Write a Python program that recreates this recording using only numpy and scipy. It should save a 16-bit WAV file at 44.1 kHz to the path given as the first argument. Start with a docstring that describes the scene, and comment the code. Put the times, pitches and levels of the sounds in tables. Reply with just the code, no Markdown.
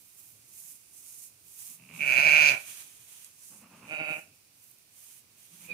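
"""Sheep bleat in a sheet-metal barn while someone walks through the straw bedding with a phone.
Each call starts as a closed-mouth grumble of creaking vocal folds and opens into a rasping bleat, fold
pulses ringing in nose and throat: a loud near one, a softer quavering one further off, the start of a third.
Steps crush the straw throughout as shaped noise with a few snapping stalks, over still air and a low rumble."""
import sys
import numpy as np
from scipy import signal
from scipy.fft import rfft, irfft
from scipy.io import wavfile
from scipy.ndimage import uniform_filter1d

SR = 44100
rng = np.random.default_rng(int(sys.argv[2]) if len(sys.argv) > 2 else 0)


def generate_wav(signal):
    """Clip the signal to [-1, 1] and save it as 16-bit WAV at the path in sys.argv[1]."""
    frames = np.transpose(np.atleast_2d(signal))
    scaled = np.clip(frames, -1, 1) * 32767
    pcm = np.round(scaled).astype(np.int16)
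    wavfile.write(sys.argv[1], SR, pcm)


N = 252693
TIME = np.arange(N) / SR


def undb(db):
    """Decibels to gain."""
    return 10 ** (np.asarray(db) / 20)


def curves(rows):
    """Each column of a table, joined by straight lines in time."""
    s, *columns = np.transpose(rows)
    return [np.interp(TIME, s, c) for c in columns]


def unit(x):
    """Scale to rms 1."""
    return x / np.sqrt(np.mean(x ** 2) + 1e-18)


def steady(x, seconds=0.36):
    """Scale to a running rms of 1, keeping the fast flutter."""
    power = np.abs(uniform_filter1d(x ** 2, int(seconds * SR)))
    return x / np.sqrt(power + 1e-18)


def gate(start, end, fade_s=0.0111):
    """1 while a sound lasts, with short fades."""
    fade_in = np.clip((TIME - start) / fade_s, 0, 1)
    return fade_in * np.clip((end - TIME) / fade_s + 1, 0, 1)


def walk(rate):
    """Smooth random drift, spread near 1, from fresh values drawn rate times a second."""
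    k = int(SR / rate)
    held = np.repeat(rng.standard_normal(N // k + 1), k)
    return 1.22 * uniform_filter1d(uniform_filter1d(held, k), k)[:N]


def colour(x, points, share=1):
    """Filter by a spectrum of (frequency [Hz], level [dB]) points, its decibels scaled by share."""
    hz, db = np.transpose(points)
    f = np.arange(N + 1) * SR / (2 * N)
    gain = undb(share * np.interp(np.log(f + 1), np.log(hz), db))
    return irfft(rfft(x, 2 * N) * gain)[..., :N]


def resonate(x, hz, width):
    """A resonance applied twice, for steep skirts."""
    b, a = signal.iirpeak(min(hz, .45 * SR), hz / width, fs=SR)
    return signal.lfilter(b, a, signal.lfilter(b, a, x))


def throat(x, modes, order=2):
    """Resonances of the vocal tract as one causal filter; a higher order gives steeper skirts."""
    f = np.arange(1, 2050) * SR / 4096
    power = 0
    for hz, width, db in modes:
        detuning = (f / hz - hz / f) * hz / width
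        power = power + undb(2 * db) / (1 + detuning ** 2) ** order
    # the folded cepstrum gives the minimum-phase response
    cepstrum = irfft(np.log(power + 1e-8))[:2048]
    cepstrum[0] /= 2
    response = irfft(np.exp(rfft(cepstrum, 4096)))
    return signal.oaconvolve(x, response)[:N]


# still air of the barn: (frequency [Hz], level per Hz [dB])
BARN_AIR = [(18, -45.5), (30, -8.5), (90, -9), (123, -7.5), (208, -9.5), (1450, -13), (1880, -13),
            (2440, -6.5), (3260, -11), (4830, -8), (6110, -9), (7340, -20), (9050, -17.5), (14100, -16.5),
            (15700, -6.5)]


def background(air_db=-61, rumble_db=-75, waver_db=2):
    """Still air of the barn with a low, wavering rumble that is alike at both ports."""
    air = unit(colour(rng.standard_normal((2, N)), BARN_AIR)) * undb(air_db)
    rumble = unit(throat(rng.standard_normal(N), [(118, 64, 1.5), (220, 300, -7)]))
    return air + rumble * undb(rumble_db + waver_db * walk(15))


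# steps in the straw, about two a second, levels before each layer's trim: (heel down [s], pressing for [s],
# brushing beforehand for [s], crush [dB], crisp top [dB], dull crunch [dB])
STEPS = [(.19, 0.11, .19, -59.5, -54.5, -72), (.58, 0.14, 0.042, -52, -51, -82),
         (1.072, 0.19, 0.11, -51, -52.5, -80), (1.592, 0.14, 0.11, -51.5, -50.5, -67),
         (2.07, .44, 0.092, -49.5, -50.5, -50), (2.679, 0.14, 0.17, -49.5, -51, -52.5),
         (3.099, .16, 0.24, -56, -58, -60.5), (3.44, .14, 0.047, -55.5, -59.5, -80),
         (3.88, 0.098, 0.12, -62, -71, -62.5), (4.11, 0.083, 0.051, -57, -58.5, -73),
         (4.6, 0.14, .04, -65, -60.5, -82.5), (4.98, 0.2, 0.021, -58, -58, -66.5),
         (5.54, 0.13, 0.14, -58, -58, -62)]
# the weight comes on and lifts exponentially, with these time constants
STEP_RISE_S, STEP_FALL_S = .05, .042
# the swinging foot brushes the stalks, the heel lands, the load eases until the toe pushes off
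BRUSH_DB, ROLL_DIP_DB = -5, -0.5


def footfalls():
    """Strength of crush, crisp top and dull crunch: each step brushes, presses from heel to toe and lifts."""
    def rise(start):
        return np.exp(np.minimum(TIME - start, 0) / STEP_RISE_S)

    power = 0
    for down, length, brushing, *db in STEPS:
        landing = np.maximum(rise(down), undb(BRUSH_DB) * rise(down - brushing))
        pressed = np.clip((TIME - down) / length, 0, 1)
        roll = undb(ROLL_DIP_DB * np.sin(np.pi * pressed) ** 2)
        lift = np.exp(-np.maximum(TIME - down - length, 0) / STEP_FALL_S)
        power = power + (undb(db)[:, None] * landing * roll * lift) ** 2
    return np.sqrt(power)


# rubbing and cracking stalks: (frequency [Hz], level per Hz [dB])
STRAW = [(290, -46), (500, -29.5), (658, -31), (877, -17), (1450, -21), (1830, -18), (2550, -11.5),
         (3350, -14.5), (4160, -12.5), (5550, -7), (6140, -2.5), (7960, -1.5), (9200, 0.5), (14000, -6),
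         (15700, -9)]
# between steps the stalks keep settling, less and less; level before each layer's trim
SETTLING_DB, SETTLING_DB_PER_S = -64, -1


def straw(crackle_db=1.5, body_db=-3, crush_db=2, crisp_db=1, settling_top_db=-3):
    """Countless stalks rub and crack under each step; dry ones add a crisp top, packed bedding a duller crunch."""
    crush, crisp, weight = footfalls()
    settling = undb(SETTLING_DB + SETTLING_DB_PER_S * TIME)
    noise = rng.standard_normal((2, N))
    # a new random strength every 16 samples makes the noise grainy
    strength = np.repeat(rng.exponential(size=N // 16 + 1), 16)[:N].clip(0, 5)
    rustle = unit(colour(noise * undb(crackle_db * strength), STRAW))
    body = signal.sosfiltfilt(signal.butter(4, 5500, fs=SR, output="sos"), rustle)
    top = signal.sosfiltfilt(signal.butter(4, 11500, "high", fs=SR, output="sos"), rustle)
    middle = rustle - body - top
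    patchy_db = 1.3 * walk(7)
    flicker_db = .9 * walk(60) + 1.1 * walk(18)
    crushed = body * undb(body_db + patchy_db) + middle
    crushing = unit(crushed) * np.hypot(crush, settling) * undb(crush_db)
    crackling = unit(top) * np.hypot(crisp, settling * undb(settling_top_db)) * undb(crisp_db)
    crunch = colour(rng.standard_normal((2, N)), [(60, -14), (150, -3.5), (500, -6.5), (1500, 0),
                                                  (3200, 7), (5500, -4), (6400, 6.5), (8500, -22)])
    return (crushing + crackling + unit(crunch) * weight) * undb(flicker_db)


# single stalks snapping: (time [s], peak level [dB], pitch [Hz])
SNAPS = [(0.6013, -29, 9800), (1.2284, -72, 10300), (3.2454, -32, 8750), (4.6398, -44, 11920),
         (4.7124, -39, 11500), (4.7855, -45.5, 11940), (5.4286, -44.5, 9170)]


def snaps(ring_s=0.0018, width_hz=7000):
    """A stalk breaks with a short bright tick: a dying noise burst through a broad resonance."""
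    out = np.zeros((2, N))
    for s, db, hz in SNAPS:
        decay = np.exp(-np.abs(TIME - s) / ring_s) * (TIME >= s)
        tick = resonate(rng.standard_normal((2, N)) * decay, hz, width_hz)
        out += tick / np.abs(tick).max() * undb(db)
    return out


def folds(hz, rough, jitter, shimmer_db, rasp, limp_db=0):
    """Vocal folds: a click per closure, uneven, alternately strong and weak, each with a burst of turbulence."""
    phase = np.cumsum(hz) / SR
    chance = rng.standard_normal((2048, 2))
    cycle = np.arange(1, int(phase[-1]) - 1)
    unsteady = np.interp(cycle, phase, rough)
    # jitter is in cycles, shimmer and limp in dB, all in proportion to the roughness
    jittered = cycle + jitter * unsteady * chance[cycle, 0]
    at = np.sort(np.interp(jittered, phase, np.arange(N)).clip(0, N - 2))
    size = undb(unsteady * (shimmer_db * np.tanh(chance[cycle, 1]) + limp_db * (cycle % 2)))
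    # each click is shared between its two nearest samples
    whole, part = at.astype(int), at % 1
    clicks = np.bincount(whole, size * (1 - part), N) + np.bincount(whole + 1, size * part, N)
    fade = np.exp(-1 / (0.0017 * SR))
    bursts = signal.lfilter([1], [1, -fade], clicks)
    air = unit(bursts * rng.standard_normal(N))
    return unit(clicks), rasp * rough * air


def barn(x, wet_db, t60=0.2, tail_db=-31, tail_t60=0.94):
    """Near metal walls give dense early echoes; the straw soaks up all but a faint tail."""
    t = TIME[:SR]
    early, tail = undb(-60 * t / t60), undb(tail_db) * undb(-60 * t / tail_t60)
    decay = (early + tail) * np.clip(t / 0.0053 - .5, 0, 1)
    echoes = rng.standard_normal((3, SR)) * decay / np.sqrt(np.sum(decay ** 2))
    wet = signal.fftconvolve(x[None], echoes, axes=1)[:, :N]
    # long waves reach both ports alike
    shared = signal.sosfilt(signal.butter(2, 700, fs=SR, output="sos"), wet[2])
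    apart = signal.sosfilt(signal.butter(2, 700, "high", fs=SR, output="sos"), wet[:2])
    return undb(wet_db) * (0.75 * shared + apart)


# a grumble comes in throbs, the first just after its start
THROB_HZ, THROB_LAG_S, THROB_DB = 9.64, 0.037, 5


def grumble(start, end, nasal, throaty, ring, growth, ring_growth,
            nose_hz, nose_width_hz, pulse_hz, creak, wet_db=-2):
    """Mouth shut, the folds creak in slow, irregular pulses through nose and throat; they throb and grow."""
    to_go = np.clip((end - TIME) / (end - start), 0, 1)
    throb = THROB_DB * np.sqrt(to_go) * np.cos(2 * np.pi * THROB_HZ * (TIME - start - THROB_LAG_S))
    clicks, air = folds(np.full(N, pulse_hz), np.ones(N), jitter=0.21, shimmer_db=4.5, rasp=1.0)
    # turbulence at the slack folds fills the gaps between the pulses
    hoarse = creak * (clicks + air) + rng.standard_normal(N)
    nose = steady(resonate(hoarse, nose_hz, nose_width_hz))
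    vowel = steady(throat(hoarse, [(560, 250, -2), (950, 870, 0.5), (1400, 500, -13.5)]))
    bright = steady(throat(creak * clicks + .4 * hoarse, [(2490, 1200, 0.0074)], order=6))
    sound = nose * undb(nasal - growth * to_go)
    sound += vowel * undb(throaty - 1.2 * growth * to_go)
    sound += bright * undb(ring - ring_growth * to_go)
    sound *= gate(start, end) * undb(throb)
    return sound + barn(sound, wet_db)


def place(x, lag_ms):
    """The sound reaches the left port lag_ms after the right."""
    return np.array([np.interp(TIME - lag_ms / 1000, TIME, x), x])


ATTACK_DB, SWELL_S = 15, .13
RELEASE_S, MOUTH_FALL_DB_PER_S, RING_FALL_DB_PER_S = .06, 142.5, 289


def bleat(row, hz, rough, nose_modes, mouth_modes, ring_modes, edge_modes, hum_quaver_db, mouth_quaver_db,
          flutter_db, flutter_s, vibrato, push, hum_fall, jitter, shimmer_db, limp_db, rasp,
          wet_db, ring_wet_db, lag_ms):
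    """Fold pulses sound through nose and throat; effort swells and lets go, a quaver shakes pitch and level."""
    start, end, attack_s, hum, mouth, ring, edge, swell, quaver_hz, crest = row
    age, over = np.maximum(TIME - start, 0), np.maximum(TIME - end, 0)
    attack = ATTACK_DB * np.clip((TIME - start) / attack_s, -1, 0)
    effort = attack - swell * np.exp(-age / SWELL_S)
    quaver = np.cos(2 * np.pi * quaver_hz * (TIME - crest))
    flutter = flutter_db * quaver * np.exp(-age / flutter_s)
    clicks, air = folds(hz * (1 + vibrato * quaver), np.clip(rough * np.ones(N), 0, 1),
                        jitter, shimmer_db, rasp, limp_db)
    # levels in dB: effort weighs most on the raspy edge, least on the nose
    nose_db = hum + 0.69 * effort + hum_quaver_db * quaver - hum_fall * over
    vowel_db = mouth + 1.4 * effort + mouth_quaver_db * quaver - MOUTH_FALL_DB_PER_S * over
    bright_db = ring + 1.27 * effort + flutter - RING_FALL_DB_PER_S * over
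    rasping_db = edge + 2.1 * effort + flutter + push - 2.7 * RING_FALL_DB_PER_S * over
    nose = steady(throat(clicks + 2 * air, nose_modes)) * undb(nose_db)
    vowel = steady(throat(clicks + .9 * air, mouth_modes)) * undb(vowel_db)
    bright = steady(throat(clicks + .5 * air, ring_modes, order=6)) * undb(bright_db)
    rasping = steady(throat(clicks + 4 * air, edge_modes)) * undb(rasping_db)
    # the low nasal hum sends only half its strength into the echo; the ring is beamed and has its own share
    spread = .5 * nose + vowel + rasping + undb(ring_wet_db) * bright
    voiced = gate(start - attack_s, end + RELEASE_S)
    return place(voiced * (nose + vowel + bright + rasping), lag_ms) + barn(voiced * spread, wet_db)


# closed-mouth grumbles that grow into the bleats, levels at their end: (start [s], end [s], nasal [dB],
# throaty [dB], ring [dB], growth [dB], ring growth [dB], nose [Hz], nose width [Hz], pulses [Hz], creak [0-1])
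GRUMBLES = [(1.667, 2.002, -49.5, -58.5, -48.5, 26, 30.5, 176, 68, 80, 0.77),
            (3.494, 3.896, -58, -59.5, -59.5, 9, 17.5, 196, 151, 109.6, 0.25),
            (5.495, 5.762, -56.5, -64, -46.5, 16, 39.5, 179, 86, 79.9, 0.37)]
# bleats, loud, soft and late, levels before effort and quaver: (full voice from [s], letting go at [s],
# attack [s], nasal hum [dB], open mouth [dB], bright ring [dB], raspy edge [dB], swell [dB],
# quaver [Hz], a quaver crest [s])
BLEATS = [(2.028, 2.49, 0.049, -49, -34, -19.5, -38, 7, 11.96, 1.934),
          (3.915, 4.135, 0.048, -54, -42.5, -35.5, -59, 2.5, 11.5, 4.017),
          (5.715, 5.95, .045, -53.5, -38.5, -27.5, -35.5, 9, 8.8, 5.735)]
# vocal folds in the loud call: (time [s], pitch [Hz], roughness [0-1])
LOUD_FOLDS = [(2.0, 146, 0.7), (2.04, 147.6, 0.33), (2.09, 130.6, .55), (2.156, 127.1, .55),
              (2.262, 153.2, 0.46), (2.3, 148, .33), (2.336, 151.7, 0.4), (2.462, 148.9, 0.14),
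              (2.51, 133.8, 0.27), (2.545, 124.6, 0.48)]
# resonances of nose, open mouth, bright ring and raspy edge, the late mouth half open:
# (frequency [Hz], width [Hz], level [dB])
LOUD_NOSE = [(167, 150, -3.5), (345, 157, -5.5)]
SOFT_NOSE = [(197, 160, -0.14), (312, 65, -0.91)]
LOUD_MOUTH = [(622, 79, 5.5), (795, 260, -2.5), (1050, 397, -9), (1492, 230, 1), (1900, 400, -2)]
SOFT_MOUTH = [(468, 99, -20), (599, 110, 14), (762, 200, 7.5), (1100, 420, -4.5), (1426, 77, 12),
              (1620, 900, 0)]
LATE_MOUTH = [(496, 220, 3), (1490, 2300, -8.5)]
LOUD_RING = [(2404, 610, 5), (2547, 880, 0.5)]
SOFT_RING = [(2485, 960, 10), (2540, 1240, -7)]
LATE_RING = [(2458, 310, 7)]
LOUD_EDGE = [(3240, 780, 0), (4170, 560, 3.5), (4790, 650, 3), (6180, 1400, 1), (9500, 2700, -13.5),
             (13650, 6000, -17.5)]
SOFT_EDGE = [(3810, 300, -1), (4560, 120, -0.5), (6200, 1300, -27)]
# the soft and late calls hold their pitch, apart from the quaver
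SOFT_HZ, SOFT_ROUGH, LATE_HZ, LATE_ROUGH = 155.25, 0.19, 124.34, 0.48
HUM_FALL_DB_PER_S = 160
# the last push of the loud call sharpens its edge
PUSH_S, PUSH_WIDTH_S, PUSH_DB = 2.485, .07, 10


def sheep():
    """Three calls, each led in by a grumble: the loud one flutters as it opens, the soft quavers throughout."""
    hz, rough = curves(LOUD_FOLDS)
    push = PUSH_DB * np.exp(-((TIME - PUSH_S) / PUSH_WIDTH_S) ** 2)
    loud = bleat(BLEATS[0], hz, rough, LOUD_NOSE, LOUD_MOUTH, LOUD_RING, LOUD_EDGE,
                 hum_quaver_db=3.5, mouth_quaver_db=2.15, flutter_db=5.5, flutter_s=.1, vibrato=.008,
                 push=push, hum_fall=0, jitter=.1, shimmer_db=6, limp_db=2.5, rasp=1.0,
                 wet_db=-0.5, ring_wet_db=-3, lag_ms=-.449)
    soft = bleat(BLEATS[1], SOFT_HZ, SOFT_ROUGH, SOFT_NOSE, SOFT_MOUTH, SOFT_RING, SOFT_EDGE,
                 hum_quaver_db=8, mouth_quaver_db=2.0, flutter_db=1.0, flutter_s=.6, vibrato=0.0208,
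                 push=0, hum_fall=HUM_FALL_DB_PER_S, jitter=0.097, shimmer_db=9, limp_db=8, rasp=1.95,
                 wet_db=-4, ring_wet_db=2.0, lag_ms=.2)
    late = bleat(BLEATS[2], LATE_HZ, LATE_ROUGH, LOUD_NOSE, LATE_MOUTH, LATE_RING, SOFT_EDGE,
                 hum_quaver_db=0.0, mouth_quaver_db=-3, flutter_db=3.5, flutter_s=.2, vibrato=0.0024,
                 push=0, hum_fall=HUM_FALL_DB_PER_S, jitter=0.085, shimmer_db=4, limp_db=14, rasp=0.44,
                 wet_db=3.5, ring_wet_db=4.5, lag_ms=-0.3)
    return loud + soft + late + sum(grumble(*row) for row in GRUMBLES)


def scene():
    """Sheep, steps in the straw and the quiet barn."""
    return sheep() + straw() + snaps() + background()


# the two microphone ports differ in colour: (frequency [Hz], left minus right before sharing out [dB])
PORTS = [(200, 1), (700, 1.5), (1300, -2), (1800, -2.5), (2400, -12.5), (3000, -6.5), (3700, -1), (6300, 1),
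         (9000, -11.5), (15000, -10)]
TOP_HZ = 15500


def record(dry, ceiling=.8, low_cut_hz=55):
    """The phone thins the bass, is brighter at its right port, rounds the loudest peaks and cuts the top."""
    thin = signal.sosfilt(signal.butter(2, low_cut_hz, "high", fs=SR, output="sos"), dry)
    ports = np.array([colour(thin[0], PORTS, 0.64), colour(thin[1], PORTS, -0.33)])
    rounded = ports / (1 + (ports / ceiling) ** 6) ** (1 / 6)
    return signal.sosfilt(signal.ellip(10, .2, 80, TOP_HZ, fs=SR, output="sos"), rounded)


dry = scene()
out = record(dry)
generate_wav(out)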